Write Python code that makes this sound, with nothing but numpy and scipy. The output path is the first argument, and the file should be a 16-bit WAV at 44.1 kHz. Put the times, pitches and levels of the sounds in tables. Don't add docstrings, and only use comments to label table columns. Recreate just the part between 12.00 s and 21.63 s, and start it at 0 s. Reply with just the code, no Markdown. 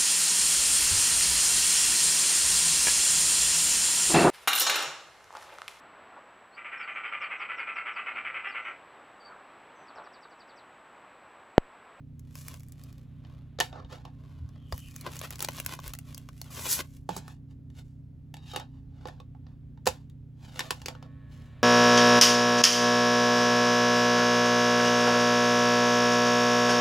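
import sys
import numpy as np
from scipy import signal
from scipy.fft import rfft, irfft, next_fast_len
from scipy.io import wavfile
from scipy.ndimage import uniform_filter1d, map_coordinates

SR = 44100
rng = np.random.default_rng(int(sys.argv[2]) if len(sys.argv) > 2 else 0)


def master_out(mix):
    frames = np.transpose(np.atleast_2d(mix))
    ceiling = np.clip(frames, -1, 1)
    pcm = np.round(ceiling * 32767).astype(np.int16)
    wavfile.write(sys.argv[1], SR, pcm)


N = 424683
TIME = np.arange(N) / SR

# t/s, level/dB, brightness/dB
CREASES = [(0.194, -70.5, 13.5), (0.354, -51.5, 4.5), (0.4825, -48.5, 8), (0.541, -52.5, 2),
           (0.5967, -69, 12), (0.7212, -66, 14.5), (0.6847, -72, 16), (0.8366, -69, 16), (0.927, -65.5, 4),
           (0.981, -67, 1), (2.49, -66, -1.5), (2.56, -71.5, -10), (2.7238, -41, -5), (2.7784, -54, 10),
           (2.962, -52.5, 10.5), (3.0107, -64.5, 20), (3.1911, -53.5, 13.5), (3.2139, -43, 0),
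           (3.3059, -48, 9.5), (3.3567, -50.5, 4.5), (3.3926, -46.5, 4), (3.4047, -39.5, 4.5),
           (3.425, -42.5, 13), (3.4464, -35.5, 3.5), (3.4861, -35.5, -2), (3.583, -48, -3), (3.6, -38, 4.5),
           (3.662, -39, 10), (3.7899, -49.5, -7.5), (3.878, -51.5, 12), (3.9375, -48.5, 2),
           (3.988, -52.5, 10), (4.146, -53, 9.5), (4.178, -51.5, 8.5), (4.2884, -52, -3), (4.415, -45, 4.5)]
# start/s, end/s, snap rate/Hz, level/dB
CRACKLE_SPELLS = [(0.34, 0.712, 8, -70), (3.1, 3.98, 20, -56)]
# t of peak/s, level/dB, brightness/dB, rise/s, fall/s
RUSTLE_STROKES = [(0.4, -59, 9.5, 0.073, 0.21), (0.53, -57.5, -0.5, 0.24, 0.067),
                  (0.83, -66.5, 0, 0.17, 0.29), (1.33, -70, -6, 0.2, 0.18), (2.3, -69.5, -5.5, 0.26, 0.7),
                  (2.76, -64, 10.5, 0.075, 0.27), (2.97, -61, 4.5, .2, 0.22),
                  (3.073, -43.5, -6.5, 0.042, 0.037), (3.15, -50, 2, 0.1, 0.16),
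                  (3.245, -37.5, -1.5, 0.022, 0.026), (3.33, -52, 0, 0.1, .05),
                  (3.422, -39, 0, 0.01, 0.033), (3.59, -48, 2.5, .16, 0.064),
                  (3.732, -42.5, 0, 0.084, 0.044), (3.858, -49, 1.5, .07, 0.091),
                  (4.09, -59, 1, 0.094, 0.24), (4.42, -63, 5.5, 0.13, 0.13),
                  (4.57, -44.5, -2.5, 0.02, 0.067), (4.664, -36, -0.5, 0.032, 0.033),
                  (4.806, -33, 0.5, 0.041, 0.014), (4.97, -70, 7, 0.34, .06)]
# t/s, level/dB
SLIDE_TREBLE = [(4.45, -64), (4.494, -69), (4.51, -52.5), (4.688, -38.5), (4.708, -29), (4.738, -28.5),
                (4.814, -51), (4.822, -70.5), (4.86, -62.5)]
# t/s, centre f/Hz, level/dB
SWISH_GLIDE = [(2.5, 3230, -79), (2.68, 3100, -70), (2.78, 2970, -64.5), (2.869, 2794, -57.5),
               (2.951, 2340, -75), (3.039, 2230, -57)]
# f/Hz, level/dB
PAPER_SPECTRUM = [(300, 4.5), (520, -2), (800, -0.5), (1150, 2), (1700, 0.5), (2300, 3.5), (3500, 3),
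                  (5000, -3), (7000, -5.5), (11500, -5), (15000, -7.5), (16500, -25.5)]
# t/s, level/dB, bass re level/dB, treble re level/dB, flexural f/Hz
KNOCKS = [(1.2481, -60.5, -1.5, -28, 784), (1.587, -41, 4, -17, 460), (1.6012, -25, -3, -2, 755),
          (1.6075, -26, -4, -16, 824), (1.727, -52.5, 5.5, -28, 544), (1.8466, -59.5, -3, -27, 850),
          (2.0509, -53, 6.5, -10, 816), (2.726, -57.5, 14.5, 4, 1000), (5.0901, -44, 14, -3, 850),
          (5.1642, -50.5, 10.5, 10, 436), (5.2789, -54.5, 5.5, 0, 1374), (5.7008, -68.5, -2, -4, 455),
          (6.34, -48.5, -1.5, -5.5, 838), (6.3671, -55.5, -1.5, -6, 850), (6.5349, -53, 9.5, -1.5, 1160),
          (6.5605, -34, -1, -5, 850), (6.5715, -44.5, 2.5, -11, 653), (6.597, -48, 4, -4, 865),
          (7.0542, -50.5, 12, -17, 890), (7.072, -52, 1, -5, 696), (7.084, -49, 5, -10, 580),
          (7.2005, -55.5, 4.5, -11, 1130), (7.3482, -77.5, 19.5, -20.5, 843), (7.466, -65.5, 2, -28, 582),
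          (7.774, -69.5, 8.5, -18.5, 890), (7.857, -45, -7, 1, 495), (7.8665, -32.5, 9.5, 0, 500),
          (7.872, -27.5, 3, 0.5, 710), (7.886, -39.5, -7, -1, 592), (8.097, -67.5, -14, -2, 472),
          (8.5922, -30.5, -9.5, -4.5, 1110), (8.6044, -32.5, -7, -11, 1000), (8.7061, -29, -2.5, -3, 990),
          (8.8165, -50, -3.5, -4, 910), (8.8584, -36.5, -8, -2.5, 434), (8.8828, -38, -1, -3, 720),
          (8.9501, -56.5, 6, -18, 1710), (9.0256, -56, 5, -10.5, 525)]
# t of peak/s, level/dB, brightness/dB, rise/s, fall/s
SCRAPE_STROKES = [(1.625, -39, -2, .015, 0.067), (1.764, -53, -15, .06, 0.084),
                  (1.927, -49.5, -7, .045, 0.086), (2.08, -63, -12.5, .05, 0.037),
                  (5.105, -46, -4, .012, 0.15), (5.179, -49, 9, .06, 0.021), (5.319, -54, -0.5, .08, 0.035),
                  (5.515, -65.5, -1.5, .03, 0.028), (5.79, -50.5, 0, .04, 0.034),
                  (5.86, -75.5, 4.5, .04, 0.14), (6.76, -71.5, -7, 0.12, 0.1),
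                  (6.969, -77.5, -8.5, .1, 0.046), (7.084, -56, -8, 0.14, 0.1),
                  (7.48, -70, -10, .05, 0.093), (7.909, -49, -2.5, .02, 0.09),
                  (8.45, -55, -2.5, 0.067, 0.17), (8.579, -46.5, -2, .09, 0.28),
                  (8.66, -50.5, -4, .08, 0.11), (8.9, -55, -9.5, .07, 0.083),
                  (9.05, -65.5, -11, .06, 0.085)]
# t of peak/s, level/dB, brightness/dB, rise/s, fall/s
SKID_STROKES = [(6.38, -61.5, -8, 0.016, 0.15), (6.52, -45, 1, 0.084, .04),
                (6.548, -43.5, -12, .015, 0.065), (6.61, -48.5, -13, 0.047, 0.042)]
# t/s, level/dB
SPIN_LEVEL = [(9.26, -100), (9.32, -61), (9.45, -69), (9.63, -82)]
# f/Hz, bandwidth/Hz, gain/dB
TRAY_MODES = [(325, 60, -4.5), (505, 21, -1.5), (846, 50, -1), (1110, 15, -11), (1807, 55, 6),
              (2230, 60, -2), (2850, 460, 2.5), (3070, 64, -6), (3420, 80, 3), (3690, 70, 6),
              (4120, 450, -6), (4650, 54, 0), (5360, 44, -14), (6980, 210, -8.5), (7300, 80, -5)]
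# f/Hz, bandwidth/Hz, gain/dB
DISC_MODES = [(830, 55, -9), (1260, 41, -9), (1750, 130, -14), (2800, 120, -2.5), (3110, 70, -0.5),
              (3420, 56, -11.5), (3760, 120, 1), (4400, 43, -5.5), (4940, 69, -10.5), (5480, 49, -11),
              (6500, 75, -10.5), (7000, 43, -13.5)]
# t/s, level/dB, f/Hz, duration/s
BUMPS = [(2.39, -37, 78.7, .1), (2.41, -38, 117, 0.06), (2.724, -26.5, 74, 0.03), (3.85, -39, 50.7, 0.081),
         (5.088, -36, 175, 0.048), (5.15, -42, 185, 0.058), (7.864, -33.5, 216, 0.02),
         (7.87, -35.5, 84.7, 0.048)]
# harmonic number, level/dB
MOTOR_HARMONICS = [(5, -79), (6, -78), (9, -81), (11, -75.5), (13, -81), (15, -82), (17, -73.5), (18, -76),
                   (19, -80), (23, -82), (24, -85)]
# t/s, level/dB
WHIRR_LEVEL = [(0, -82), (1.2, -72.5), (2.4, -76.5), (4.3, -82), (5.5, -98.5), (6.3, -115), (7.0, -81.5),
               (8.3, -87), (8.85, -82), (9.0, -77.5), (9.63, -63)]
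# f/Hz, level/dB
WHIRR_SPECTRUM = [(200, -11.5), (560, 2), (900, -4.5), (1650, -6), (2600, -8.5), (3800, -11), (5500, -32),
                  (9000, -27.5), (16000, -39.5)]
# f/Hz, level/dB, modulation depth
HUM_TONES = [(84.6, -54, 0.1), (120.1, -51.5, 0.1), (148.8, -52, 0.1), (239.5, -62.5, .25),
             (269, -60.5, .2)]
# f/Hz, level/dB
RUMBLE_SPECTRUM = [(20, -17), (35, -5.5), (55, 4.5), (85, 1), (105, -4), (170, -4.5), (270, -11),
                   (340, -19), (500, -27), (1000, -40.5), (2500, -47), (7000, -56.5), (15500, -55),
                   (17000, -67.5)]
# f/Hz, lag/cycles
LEFT_LAG = [(0, 0), (7400, 0), (9200, .5), (11150, 1), (13400, 1.5), (15200, 2)]
# lower f/Hz, upper f/Hz
BANDS = [(245, 1300), (1300, 5500), (5500, 16000)]


def creases(rise_s=.0005, snap_t60=.006, flutter_db=-24, flutter_t60=.05, facet_hz=4000, facet_db=6):
    times, db, bright_db = np.transpose(list(CREASES) + crackle())
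    age = np.arange(3000) / SR
    decay = from_db(-60 * age / snap_t60) + from_db(flutter_db - 60 * age / flutter_t60)
    snaps = rng.standard_normal((len(times), len(age))) * np.minimum(age / rise_s, 1) * decay
    notes = facet_hz * 2 ** rng.uniform(-1.8, 1.8, len(times))
    facets = np.array([resonance(snap, hz, hz / 5) for snap, hz in zip(snaps, notes)])
    return place(times, snaps + from_db(facet_db) * facets, tilted(db, bright_db, edges_db=-0.9))


def crackle(spread_db=3, bright_db=7, bright_spread_db=3):
    rows = []
    for start, end, per_s, db in CRACKLE_SPELLS:
        times = start + np.cumsum(rng.uniform(.2, 1.8, 64)) / per_s
        size, colour = rng.standard_normal((2, 64))
        snaps = np.transpose([times, db + spread_db * size, bright_db + bright_spread_db * colour])
        rows += list(snaps[times < end])
    return rows


def rustle():
    rub = friction(per_s=900, spread_db=5, smooth_db=-3, grip_db=1.6, grip_hz=160)
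    return strokes(coloured(rub, PAPER_SPECTRUM), RUSTLE_STROKES, edges_db=-1.5)


def slide(reference_db=-42, low_db=-53, mid_db=-47, high_db=-39):
    rub = friction(per_s=5000, spread_db=3, smooth_db=0, grip_db=1, grip_hz=140)
    bands = in_bands(coloured(rub, PAPER_SPECTRUM))
    times, db = np.transpose(SLIDE_TREBLE)
    push_db = np.interp(TIME, times, db) - reference_db
    levels = [low_db + .27 * push_db, mid_db + .64 * push_db, high_db + push_db]
    hiss = sum(band * from_db(level) for band, level in zip(bands, levels))
    return gate(times, ramp_samples=600) * hiss


def swish(width_hz=220):
    times, hz, db = np.transpose(SWISH_GLIDE)
    lowpass = signal.butter(2, width_hz, fs=SR, output="sos")
    slow = rms_one(signal.sosfilt(lowpass, rng.standard_normal((2, N))))
    phase = 2 * np.pi * np.cumsum(np.interp(TIME, times, hz)) / SR
    band = slow[0] * np.cos(phase) + slow[1] * np.sin(phase)
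    return gate(times, ramp_samples=2000) * from_db(np.interp(TIME, times, db)) * band


def knocks(rise_s=.0012, contact_t60=.016, flex_db=9, flex_width_hz=150, loose_db=-25, loose_t60=.15):
    times, db, bass_db, treble_db, notes = np.transpose(KNOCKS)
    age = np.arange(6000) / SR
    decay = from_db(-60 * age / contact_t60) + from_db(loose_db - 60 * age / loose_t60)
    forces = rng.standard_normal((len(times), len(age))) * decay * np.minimum(age / rise_s, 1)
    flex = np.array([resonance(force, hz, flex_width_hz) for force, hz in zip(forces, notes)])
    ringing = plastic(forces, TRAY_MODES, direct_db=-1, cutoff_hz=8100, spot_db=4.5)
    return place(times, ringing + from_db(flex_db) * flex, [db + bass_db, db, db + treble_db])


def scrapes(tray_db=-3, disc_db=-1):
    rub = friction(per_s=1500, spread_db=3.5, smooth_db=-1, grip_db=1.6, grip_hz=120)
    tray = plastic(rub, TRAY_MODES, direct_db=3, cutoff_hz=6000)
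    disc = plastic(rub, DISC_MODES, direct_db=-17, cutoff_hz=8000)
    scrape = from_db(tray_db) * strokes(tray, SCRAPE_STROKES, edges_db=-3)
    skid = from_db(disc_db) * strokes(disc, SKID_STROKES, edges_db=-9)
    spin = envelope(SPIN_LEVEL) * rms_one(tray) * (TIME > SPIN_LEVEL[0][0])
    return scrape + skid + spin


def friction(per_s, spread_db, smooth_db, grip_db, grip_hz):
    sizes = from_db(spread_db * np.minimum(rng.exponential(1, N), 4)) * rng.choice([-1, 1], N)
    slips = rms_one(sizes * (rng.random(N) < per_s / SR))
    return (slips + from_db(smooth_db) * rng.standard_normal(N)) * from_db(grip_db * drift(grip_hz))


def strokes(sound, rows, edges_db, fade_db=18, roundness=1.16):
    power = np.zeros((3, N))
    for peak_s, db, bright_db, rise_s, fall_s in rows:
        near = slice(*np.searchsorted(TIME, [peak_s - 2 * rise_s, peak_s + 2 * fall_s]))
        offset = TIME[near] - peak_s
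        away = np.maximum(-offset / rise_s, offset / fall_s) ** roundness
        power[:, near] += from_db(tilted(db - fade_db * away, bright_db, edges_db)) ** 2
    return np.sum(np.sqrt(power) * in_bands(sound), axis=0)


def plastic(force, modes, direct_db, cutoff_hz, spot_db=0):
    spots = spot_db * rng.standard_normal(force.shape[:-1] + (len(modes), 1))
    ringing = sum(from_db(db + spots[..., k, :]) * resonance(force, hz, width)
                  for k, (hz, width, db) in enumerate(modes))
    lowpass = signal.butter(1, cutoff_hz, fs=SR, output="sos")
    return signal.sosfilt(lowpass, ringing + from_db(direct_db) * force)


def bumps():
    out = np.zeros(N)
    for start, db, hz, length in BUMPS:
        during = (TIME > start) & (TIME < start + length)
        age = TIME[during] - start
        out[during] += from_db(db) * np.sin(np.pi * age / length) * np.sin(2 * np.pi * hz * age)
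    return out


def drive(start_s=8.94, rise_s=.03, step_hz=100, buzz_db=-.5, steps_db=-76, wobble=.3):
    whirr = envelope(WHIRR_LEVEL) * coloured(rng.standard_normal(N), WHIRR_SPECTRUM)
    cycles = step_hz * TIME + rng.random()
    on = TIME > start_s
    buzz = np.zeros(N)
    for k, db in MOTOR_HARMONICS:
        load = 1 + wobble * map_coordinates(rng.standard_normal(500), [TIME[on] * 40], order=1)
        buzz[on] += from_db(db) * load * np.sqrt(2) * np.sin(2 * np.pi * (k * cycles[on] + rng.random()))
    steps = coloured(np.diff(np.floor(cycles), prepend=0), WHIRR_SPECTRUM)
    onset = np.clip((TIME - start_s) / rise_s, 0, 1)
    return whirr + onset * (from_db(buzz_db) * buzz + from_db(steps_db) * steps)


def hum(apart_rad=0.31):
    tones = 0
    for hz, db, depth in HUM_TONES:
        phase = 2 * np.pi * (hz * TIME + rng.random()) + apart_rad * np.array([[.5], [-.5]])
        in_phase = (1 + depth * drift(6.5)) * np.cos(phase)
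        quadrature = depth * drift(7) * np.sin(phase)
        tones += from_db(db) * np.sqrt(2) * (in_phase + quadrature)
    return panned(tones, pan_db=-2.1)


def rumble(level_db=-52, side_db=-14):
    mid, side = coloured(rng.standard_normal((2, N)), RUMBLE_SPECTRUM)
    return from_db(level_db) * (mid + from_db(side_db) * side * [[1], [-1]])


def screen_echo(x, echo_db, lag_s, sway):
    delay = lag_s * np.exp(sway * drift(7))
    return x + from_db(echo_db) * np.interp(TIME - delay, TIME, x)


def off_centre(x, side_db, centre_hz, width_hz, lag_s):
    side = resonance(np.interp(TIME - lag_s, TIME, x), centre_hz, width_hz)
    return x + from_db(side_db) * side * [[-1], [1]]


def room(x, early_db, early_t60, late_db, side_db, late_t60=.14, side_hz=6000, wall_hz=9000):
    age = np.arange(SR // 2) / SR
    early = from_db(early_db) * rms_one(from_db(-60 * age / early_t60) * (age > .002))
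    late = from_db(late_db) * rms_one(from_db(-60 * age / late_t60) * (age > .008))
    mid, side = rng.standard_normal((2, len(age))) * (early + late) / np.sqrt(len(age))
    side = from_db(side_db) * signal.lfilter(*signal.butter(1, side_hz, fs=SR), side)
    echoes = signal.lfilter(*signal.butter(1, wall_hz, fs=SR), [mid + side, mid - side])
    return x + signal.fftconvolve(x, echoes, axes=1)[:, :N]


def place(times, sounds, levels):
    size = sounds.shape[1]
    sounds = sum(band * from_db(db)[:, None] for band, db in zip(in_bands(sounds), levels))
    out = np.zeros(N + size)
    for t, sound in zip(times, sounds):
        start = int(t * SR)
        out[start:start + size] += sound
    return out[:N] * np.sqrt(.01 * SR / size)


def resonance(x, hz, width_hz):
    r = np.exp(-np.pi * width_hz / SR)
    feedback = [1, -2 * r * np.cos(2 * np.pi * hz / SR), r * r]
    return signal.lfilter(np.array([1, 0, -1]) * (1 - r * r) / 2, feedback, x)


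def coloured(x, spectrum):
    hz, db = np.transpose(spectrum)
    size = next_fast_len(N)
    bins = np.arange(size // 2 + 1) * SR / size
    gain = from_db(np.interp(np.log(bins + 1), np.log(hz), db))
    return rms_one(irfft(rfft(x, size) * gain, size)[..., :N])


def in_bands(x):
    return [rms_one(signal.sosfilt(signal.butter(3, band, "band", fs=SR, output="sos"), x))
            for band in BANDS]


def tilted(db, bright_db, edges_db):
    return [db - bright_db + edges_db, db, db + bright_db + edges_db]


def envelope(rows):
    return from_db(np.interp(TIME, *np.transpose(rows)))


def gate(times, ramp_samples):
    return uniform_filter1d(((TIME > times[0]) & (TIME < times[-1])).astype(float), size=ramp_samples)


def drift(rate_hz):
    knots = rng.standard_normal(int(N / SR * 1000))
    return map_coordinates(knots, [TIME * rate_hz], order=1) * np.sqrt(1.5)


def panned(x, pan_db):
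    return x * from_db(np.array([[.5], [-.5]]) * pan_db)


def rms_one(x):
    return x / np.sqrt(np.mean(x ** 2, axis=-1, keepdims=True) + 1e-20)


def from_db(db):
    return 10 ** (np.asarray(db) / 20)


def scene():
    sleeve = creases() + rustle() + slide() + swish()
    sleeve = from_db(-1) * screen_echo(sleeve, echo_db=-7.5, lag_s=.0018, sway=.12)
    paper = room(panned(sleeve, pan_db=.75), early_db=-15, early_t60=.03, late_db=-21.5, side_db=4)
    rubbed = from_db(-2.5) * screen_echo(scrapes(), echo_db=-6, lag_s=.0013, sway=.15)
    tray = off_centre(knocks() + rubbed, side_db=-5.5, centre_hz=700, width_hz=1300, lag_s=.00015)
    laptop = room(tray, early_db=-12.5, early_t60=.046, late_db=-16, side_db=0)
    return paper + laptop + bumps() + drive() + hum() + rumble()


def record(dry, cutoff_hz=16500):
    size = next_fast_len(N + 2000)
    lag = np.interp(np.arange(size // 2 + 1) * SR / size, *np.transpose(LEFT_LAG))
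    left = irfft(rfft(dry[0], size) * np.exp(-2j * np.pi * lag), size)[:N]
    return signal.sosfilt(signal.ellip(10, .1, 80, cutoff_hz, fs=SR, output="sos"), [left, dry[1]])


dry = scene()
out = record(dry)
master_out(out)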